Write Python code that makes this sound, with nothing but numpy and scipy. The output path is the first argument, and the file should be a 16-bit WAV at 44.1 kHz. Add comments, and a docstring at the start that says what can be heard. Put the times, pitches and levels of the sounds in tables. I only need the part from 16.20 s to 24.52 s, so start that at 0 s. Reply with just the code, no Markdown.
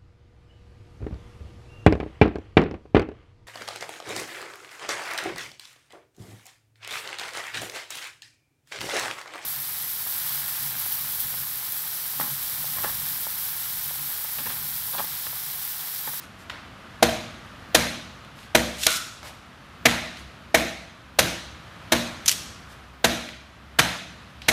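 """A workshop, one microphone: steady air noise and faint brushes of clothes and shavings, with light ticks.
Then a hand adze chops a wooden slab on the floor, ten blows, with longer pauses after the third and seventh.
Each blow is a crunch of tiny fibre snaps over the damped modes of slab and floor; the room echoes and booms.
During the early blows a low hum of narrow-band noise comes in and stays.
In those two pauses a chip is levered up and tears off in bursts of snaps; the first time the blade rings."""
import sys
import numpy as np
from scipy import signal
from scipy.fft import rfft, irfft, next_fast_len
from scipy.io import wavfile
from scipy.ndimage import uniform_filter1d, map_coordinates

SR = 44100
rng = np.random.default_rng(int(sys.argv[2]) if len(sys.argv) > 2 else 0)


def master(y):
    """Save y as 16-bit WAV."""
    cut = np.clip(np.atleast_2d(y).T, -1, 1)
    pcm = np.round(cut * 32767)  # scale
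    wavfile.write(sys.argv[1], SR, pcm.astype(np.int16))


N = 366912

# Air noise of the place. Each row: frequency in Hz, relative density in dB per Hz.
AIR_SPECTRUM = [(25, -22), (50, -5.5), (100, -2), (230, -6), (420, -16), (650, -12.5), (880, -14.5),
                (1250, -10), (2300, -18), (3000, -18.5), (4600, -26), (8000, -36.5), (12000, -38),
                (15000, -54)]
AIR_DB, AIR_DRIFT_DB = -47.5, 2  # middle level and size of its slow drift
HUM_DB, HUM_ON_S, HUM_RISE_S = -54, 2.2, .6  # full level, moment it is half up, slowness of its entry

# Brushes of clothes and shavings. Each row: moment of the peak in seconds, level in dB.
RUSTLES = [(0.029, -47), (0.21, -51.5), (2.19, -51.5), (2.24, -54), (3.07, -42), (3.99, -50), (6.52, -52),
           (7.09, -54)]
RUSTLE_S = 0.031  # from the peak of a brush until it has fallen to 1/e
# Colour of the brushes. Each row: frequency in Hz, relative density in dB per Hz.
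CLOTH_SPECTRUM = [(200, -13), (1500, 5.5), (4000, -0.5), (7000, -5), (12000, -7), (15000, -18)]
# Light ticks of the handle and of falling chips. Each row: start in seconds, level in dB, resonance in Hz.
TICKS = [(0.2965, -27.5, 1780), (0.3005, -28, 1550), (2.047, -39, 950), (2.188, -42.5, 3000),
         (2.229, -41, 2930), (3.029, -32.5, 744), (3.070, -40, 4410), (3.97, -36.5, 4000),
         (7.088, -33, 2200), (8.2175, -31, 3900)]
# Colour shared by the ticks. Each row: frequency in Hz, relative density in dB per Hz.
TICK_SPECTRUM = [(100, -25.5), (600, -2.5), (1500, -3), (4200, -3.5), (7000, -14), (15000, -25)]

# Blows of the adze. Each row: moment in seconds, level of the crunch in dB, slab knock in dB,
# slab drone in dB, body of the crunch in dB, its treble in dB, chip resonance in dB.
CHOPS = [(0.8249, -8.5, -8, -24.5, -4.5, 1.5, 0.5), (1.5456, -5.5, -15.5, -28, 1.5, 5, 1.5),
         (2.348, -7.5, -9.5, -25, 2.5, 4.5, 3), (3.6534, -6, -11.5, -26.5, -7, 0, 4.5),
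         (4.3431, -8.5, -9, -26.5, 2.5, 3.5, 7.5), (4.9866, -6.5, -16, -42, 2, 5.5, 2),
         (5.7189, -9, -16, -24, 0, 2.5, 2), (6.8418, -8.5, -11.5, -27, -1.5, 2, 3.5),
         (7.587, -6.5, -17, -53, -7, -.5, 2), (8.2824, -8, -18.5, -28.5, -4, 5.5, 8.5)]
ENTRY_S, CUT_S = .0026, 0.014  # the edge enters, then runs through the grain
CHOP_ECHO_DB = -3.5  # answer of the room to the crunch
CHIP_HZ = 2014  # resonance of the chip that a blow lifts
THUD_DB = -22.5  # floor thud, relative to the crunch
BOOM_DB = -33  # room boom, alike for every blow
# Colour of the crunch. Each row: frequency in Hz, relative density in dB per Hz.
CRUNCH_SPECTRUM = [(40, -21.5), (200, -13.5), (340, -1), (415, -15), (500, -1.5), (800, -2.5), (1150, -2.5),
                   (1600, 0.5), (2300, -3.5), (4200, -2.5), (5000, -8.5), (6300, -8), (7600, -13.5),
                   (12000, -14.5), (15000, -21.5)]
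# Narrow peaks and dips in the colour of every blow. Each row: centre in Hz, height in dB.
CRUNCH_RIPPLE = [(1570, 0.5), (1720, -0.5), (2250, 2), (2490, 2.5), (3360, 0), (4090, 0), (4450, -3.5),
                 (4790, 1), (6180, 1)]
# Short modes of the slab, its knock. Each row: nominal frequency in Hz, nominal level in dB, t60 in seconds.
SLAB_MODES = [(243.4, -7.5, 0.044), (332.4, -9.5, 0.094), (475.4, -6.5, 0.13), (641.5, 4, 0.047),
              (760, -0.5, 0.043), (975, -10, 0.0502)]
# Longer modes of the slab, its drone. Each row: nominal frequency in Hz, nominal level in dB, t60 in seconds.
DRONE_MODES = [(234.8, 2, 0.59), (270.6, -19.5, 0.31), (311.4, -5, 0.33), (346, -8, .38), (608, -4.5, 0.65),
               (675, -7.5, 0.41)]
# Floor thud. Each row: nominal frequency in Hz, nominal level in dB, t60 in seconds.
THUD_MODES = [(124.2, 1, 0.37), (146.6, -1.5, 0.18), (159.7, -4.5, 0.51), (181.5, -3, 0.74)]
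# Boom of the room. Each row: nominal frequency in Hz, nominal level in dB, t60 in seconds.
BOOM_MODES = [(67.9, 3, 0.5), (86.2, -9, 0.33)]

# A chip splitting off. Each row: moment in seconds, level in dB, chip resonance in Hz, length in seconds.
SPLITS = [(2.631, -24.5, 3784, 0.0022), (2.634, -18.5, 3610, .0085), (2.6662, -3, 3580, 0.0046),
          (2.761, -28, 3780, .011), (6.0594, -19, 6140, 0.0069), (6.0792, -10.5, 6500, .012),
          (6.083, -11.5, 6050, .0056), (6.093, -8, 3030, .002), (6.115, -12, 3070, 0.0018)]
SPLIT_KNOCK_DB = -41  # slab knock, relative to the split
# Colour of splitting and tearing wood. Each row: frequency in Hz, relative density in dB per Hz.
SPLINTER_SPECTRUM = [(60, -36), (300, -17), (800, -21.5), (1500, -8.5), (3000, -0.5), (6500, -1),
                     (8500, -4), (12000, -6), (15000, -13.5)]
# A chip levered up along the grain. Each row: moment of full pull in seconds, length in seconds, level in dB.
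TEARS = [(2.634, .14, -28.5), (6.084, 0.042, -25.5)]
TEAR_BUILD_DB = 37  # growth over one length before full pull
TEAR_STOP_DB_PER_S = 1294  # fall once the chip is off
# The stuck blade breaks free once: moment, slab knock, ring of the blade and its decay time in seconds.
FREE_S, FREE_KNOCK_DB, FREE_RING_DB, BLADE_T60 = 2.6655, -21, -22, 0.59
# Colour of the ringing blade. Each row: frequency in Hz, relative density in dB per Hz.
BLADE_SPECTRUM = [(600, -35), (1200, -14.5), (1340, -1.5), (1480, -4.5), (1650, -15.5), (2200, -15),
                  (3300, -19.5), (3900, -11), (4500, -26), (9000, -42)]

# Reverberation time of the room. Each row: frequency in Hz, t60 in seconds.
ROOM_T60 = [(100, 0.81), (400, 0.62), (1000, 0.62), (2200, 0.76), (4000, 0.82), (7000, 0.7), (14000, 0.41)]
# Answer of the walls. Each row: frequency in Hz, relative level in dB.
ROOM_DB = [(60, 14), (300, 7), (410, 0.5), (650, 3.5), (1100, -1.5), (2000, -3), (4200, -3), (4700, -4),
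           (6500, -3.5), (8000, -3.5), (15000, -2.5)]
TOP_HZ = 14950  # band limit


def amp(db):
    """Decibels to gain."""
    return 10 ** (np.asarray(db) / 20)


def unit(x):
    """Scale to rms 1."""
    return x / np.sqrt(np.mean(x ** 2) + 1e-20)


def along(points, hz):
    """(Hz, value) points read on a log frequency axis."""
    f, v = np.transpose(points)
    return np.interp(np.log(hz + 1), np.log(f + 1), v)


def add(track, s, sound):
    """Mix a sound into the track at time s, cut at the end of the track."""
    place = track[round(s * SR):][:len(sound)]
    place += sound[:len(place)]


def coloured(x, db_of_hz):
    """x through a causal, minimum-phase filter of this shape that keeps the power of white noise."""
    m = 2 * next_fast_len(len(x) // 2 + 2048)
    gain = unit(amp(db_of_hz(np.fft.rfftfreq(m, 1 / SR))))
    cepstrum = irfft(np.log(gain))
    # folding the cepstrum onto positive time makes the filter causal
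    cepstrum[1:m // 2] *= 2
    cepstrum[m // 2 + 1:] = 0
    response = np.exp(rfft(cepstrum))
    return irfft(rfft(x, m) * response)[:len(x)]


def hump(hz, centre_hz, octaves):
    """A resonance, bell-shaped over octaves, 1 at its centre."""
    return np.exp(-.5 * (np.log2((hz + 1) / centre_hz) / octaves) ** 2)


def fibres(size, spread_db):
    """Dense tiny snaps of unequal strength, rms 1."""
    draws = np.clip(rng.standard_normal(size // 6 + 1), -2, 2)
    strength = np.repeat(amp(spread_db * draws), 6)[:size]  # one strength per six samples
    return unit(rng.standard_normal(size) * strength)


def burst(rise, length, release, spread_db):
    """Fibres give way faster and faster as the split opens, ease off while it runs, then die away."""
    t = np.arange(SR // 8) / SR - 2 * rise  # time from the moment the split is half open
    opening = 1 / (1 + np.exp(-np.pi * t / rise))
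    easing = 1.3 * np.maximum(t, 0) / length
    ending = np.maximum(t - length, 0) / release
    force = opening * np.exp(-easing - ending)
    snaps = force * fibres(len(t), spread_db)
    snaps = snaps * np.linalg.norm(force) / np.linalg.norm(snaps)  # same energy at every draw
    return np.pad(snaps, (0, SR - len(t)))


def ring(modes, attack):
    """Damped modes; strength, phase and tuning change a little with the spot that is struck."""
    t = np.arange(SR) / SR
    hz, db, t60 = np.transpose(modes)[:, :, None]
    level, shift, phase = rng.standard_normal((3, len(modes), 1))
    hz = hz * (1 + .008 * shift)
    db = db + 1.5 * level
    waves = amp(db - 60 * t / t60) * np.sin(2 * np.pi * (hz * t + phase))
    return waves.sum(0) * (1 - np.exp(-t / attack))


def room_tail():
    """One second of echo, energy 1: separate strong reflections merge into a diffuse, uneven decay."""
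    age = np.arange(SR) / SR
    sparse = np.exp(-age / .09)  # share of separate reflections
    reflections = np.sqrt(sparse) * fibres(SR, spread_db=7)
    diffuse = np.sqrt(1 - sparse) * rng.standard_normal(SR)
    hz, t, z = signal.stft(reflections + diffuse, SR, nperseg=512)
    # patches over neighbouring frequencies and moments make the decay uneven
    patches = uniform_filter1d(rng.standard_normal(z.shape), size=4, axis=0)
    patches = unit(uniform_filter1d(patches, size=5, axis=1))
    uneven = amp(1.6 * patches)
    decay = amp(along(ROOM_DB, hz)[:, None] - 60 * t / along(ROOM_T60, hz)[:, None])
    tail = signal.istft(z * uneven * decay, SR, nperseg=512)[1][:SR]
    tail = tail * (1 - np.exp(-(age / 0.0064) ** 2))  # the echo builds over a few milliseconds
    return tail / np.linalg.norm(tail)


def with_echo(snaps, wet_db):
    """A short burst and the diffuse echo that its energy feeds."""
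    return snaps + amp(wet_db) * np.linalg.norm(snaps) * room_tail()


def in_room(x, wet_db):
    """A longer sound and its reverberation, by convolution with the room's echo."""
    return x + amp(wet_db) * signal.fftconvolve(x, room_tail())[:len(x)]


def background():
    """Air noise whose level drifts slowly, and a low wavering hum of narrow-band noise that comes in and stays."""
    t = np.arange(N) / SR
    air = coloured(rng.standard_normal(N), lambda hz: along(AIR_SPECTRUM, hz))
    hum = coloured(rng.standard_normal(N), lambda hz: 90 * hump(hz, 67.5, 0.19))
    drift = map_coordinates(rng.standard_normal(N // SR + 4), [t])  # smooth through one draw a second
    swell = 1 / (1 + np.exp((HUM_ON_S - t) / HUM_RISE_S))
    drifting_air = amp(AIR_DB + AIR_DRIFT_DB * drift) * unit(air)
    return drifting_air + amp(HUM_DB) * swell * unit(hum)


def rustles():
    """Clothes and shavings brush softly: noise-like snaps under bell-shaped strokes."""
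    t = np.arange(N) / SR
    stroke = sum(amp(db) * np.exp(-((t - s) / RUSTLE_S) ** 2) for s, db in RUSTLES)
    cloth = coloured(fibres(N, spread_db=4.5), lambda hz: along(CLOTH_SPECTRUM, hz))
    return in_room(stroke * cloth, wet_db=-3.0)


def ticks():
    """Handle and falling chips tick: very short bursts through one broad resonance each, with an echo."""
    out = np.zeros(N)
    for s, db, tick_hz in TICKS:
        def shape(hz):
            return along(TICK_SPECTRUM, hz) + 10 * hump(hz, tick_hz, 0.81)

        snaps = burst(rise=0.00045, length=0.0048, release=.002, spread_db=1.0)
        add(out, s, amp(db) * coloured(with_echo(snaps, wet_db=0.5), shape))
    return out


def chops():
    """The edge crunches through the grain; the slab knocks and drones, floor and room boom after it."""
    out = np.zeros(N)
    for s, db, knock_db, drone_db, body_db, treble_db, chip_db in CHOPS:
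        # each cut has its own chip, depth and sharpness
        def shape(hz):
            ripple = sum(ripple_db * hump(hz, centre_hz, 0.045) for centre_hz, ripple_db in CRUNCH_RIPPLE)
            chip = chip_db * hump(hz, CHIP_HZ, 0.22)
            body = body_db * hump(hz, 400, 0.59)
            treble = treble_db * hz ** 2 / (hz ** 2 + 4500 ** 2)
            return along(CRUNCH_SPECTRUM, hz) + ripple + chip + body + treble

        snaps = burst(rise=ENTRY_S, length=CUT_S, release=.005, spread_db=2.5)
        crunch = coloured(with_echo(snaps, CHOP_ECHO_DB), shape)
        add(out, s - ENTRY_S, amp(db) * crunch)
        add(out, s, amp(knock_db) * in_room(ring(SLAB_MODES, attack=0.0024), wet_db=-12.0))
        add(out, s, amp(drone_db) * ring(DRONE_MODES, attack=0.0066))
        add(out, s, amp(db + THUD_DB) * ring(THUD_MODES, attack=0.014))
        add(out, s, amp(BOOM_DB) * ring(BOOM_MODES, attack=0.0115))
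    return out


def levering_knock():
    """The slab knocks in the room, with a sharper attack than under a blow."""
    return in_room(ring(SLAB_MODES, attack=.001), wet_db=-13.0)


def splits():
    """A chip snaps off in short bursts coloured by its resonance; each one knocks the slab."""
    out = np.zeros(N)
    for s, db, chip_hz, length in SPLITS:
        def shape(hz):
            return along(SPLINTER_SPECTRUM, hz) + 6 * hump(hz, chip_hz, 0.11)

        snaps = burst(rise=.0007, length=length, release=.002, spread_db=5)
        add(out, s - .001, amp(db) * coloured(with_echo(snaps, wet_db=-14.5), shape))
        add(out, s, amp(db + SPLIT_KNOCK_DB) * levering_knock())
    return out


def pull(s, length):
    """Strength of one tear: it builds as the handle is levered, holds, and stops when the chip is off."""
    t = np.arange(N) / SR - s
    build_db = TEAR_BUILD_DB * np.minimum(t, 0) / length
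    stop_db = TEAR_STOP_DB_PER_S * np.maximum(t - length, 0)
    return amp(build_db - stop_db)


def tearing():
    """Fibres tear along the grain, a dense run of snaps as strong as the pull."""
    force = sum(amp(db) * pull(s, length) for s, length, db in TEARS)
    tear = force * coloured(fibres(N, spread_db=7), lambda hz: along(SPLINTER_SPECTRUM, hz))
    return in_room(tear, wet_db=-3.0)


def blade_free():
    """The freed blade rings as decaying coloured noise, damped by the wood; the slab knocks."""
    out, t = np.zeros(N), np.arange(SR) / SR
    blade = coloured(rng.standard_normal(SR), lambda hz: along(BLADE_SPECTRUM, hz))
    ringing = amp(FREE_RING_DB - 60 * t / BLADE_T60) * blade
    add(out, FREE_S, amp(FREE_KNOCK_DB) * levering_knock() + ringing)
    return out


def scene():
    """All sources at one microphone."""
    levering = splits() + tearing() + blade_free()
    return (background() + rustles() + ticks() + chops() + levering)[None]


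def record(dry):
    """The microphone sheds deep bass, peaks are rounded off near full scale, all above the band limit goes."""
    thinned = signal.sosfilt(signal.butter(2, 38, "highpass", fs=SR, output="sos"), dry)
    rounded = thinned / (1 + np.abs(thinned / 1.05) ** 6) ** (1 / 6)
    m = next_fast_len(N + SR // 2)
    in_band = np.fft.rfftfreq(m, 1 / SR) < TOP_HZ
    return irfft(rfft(rounded, m) * in_band, m)[..., :N]


dry = scene()
out = record(dry)
master(out)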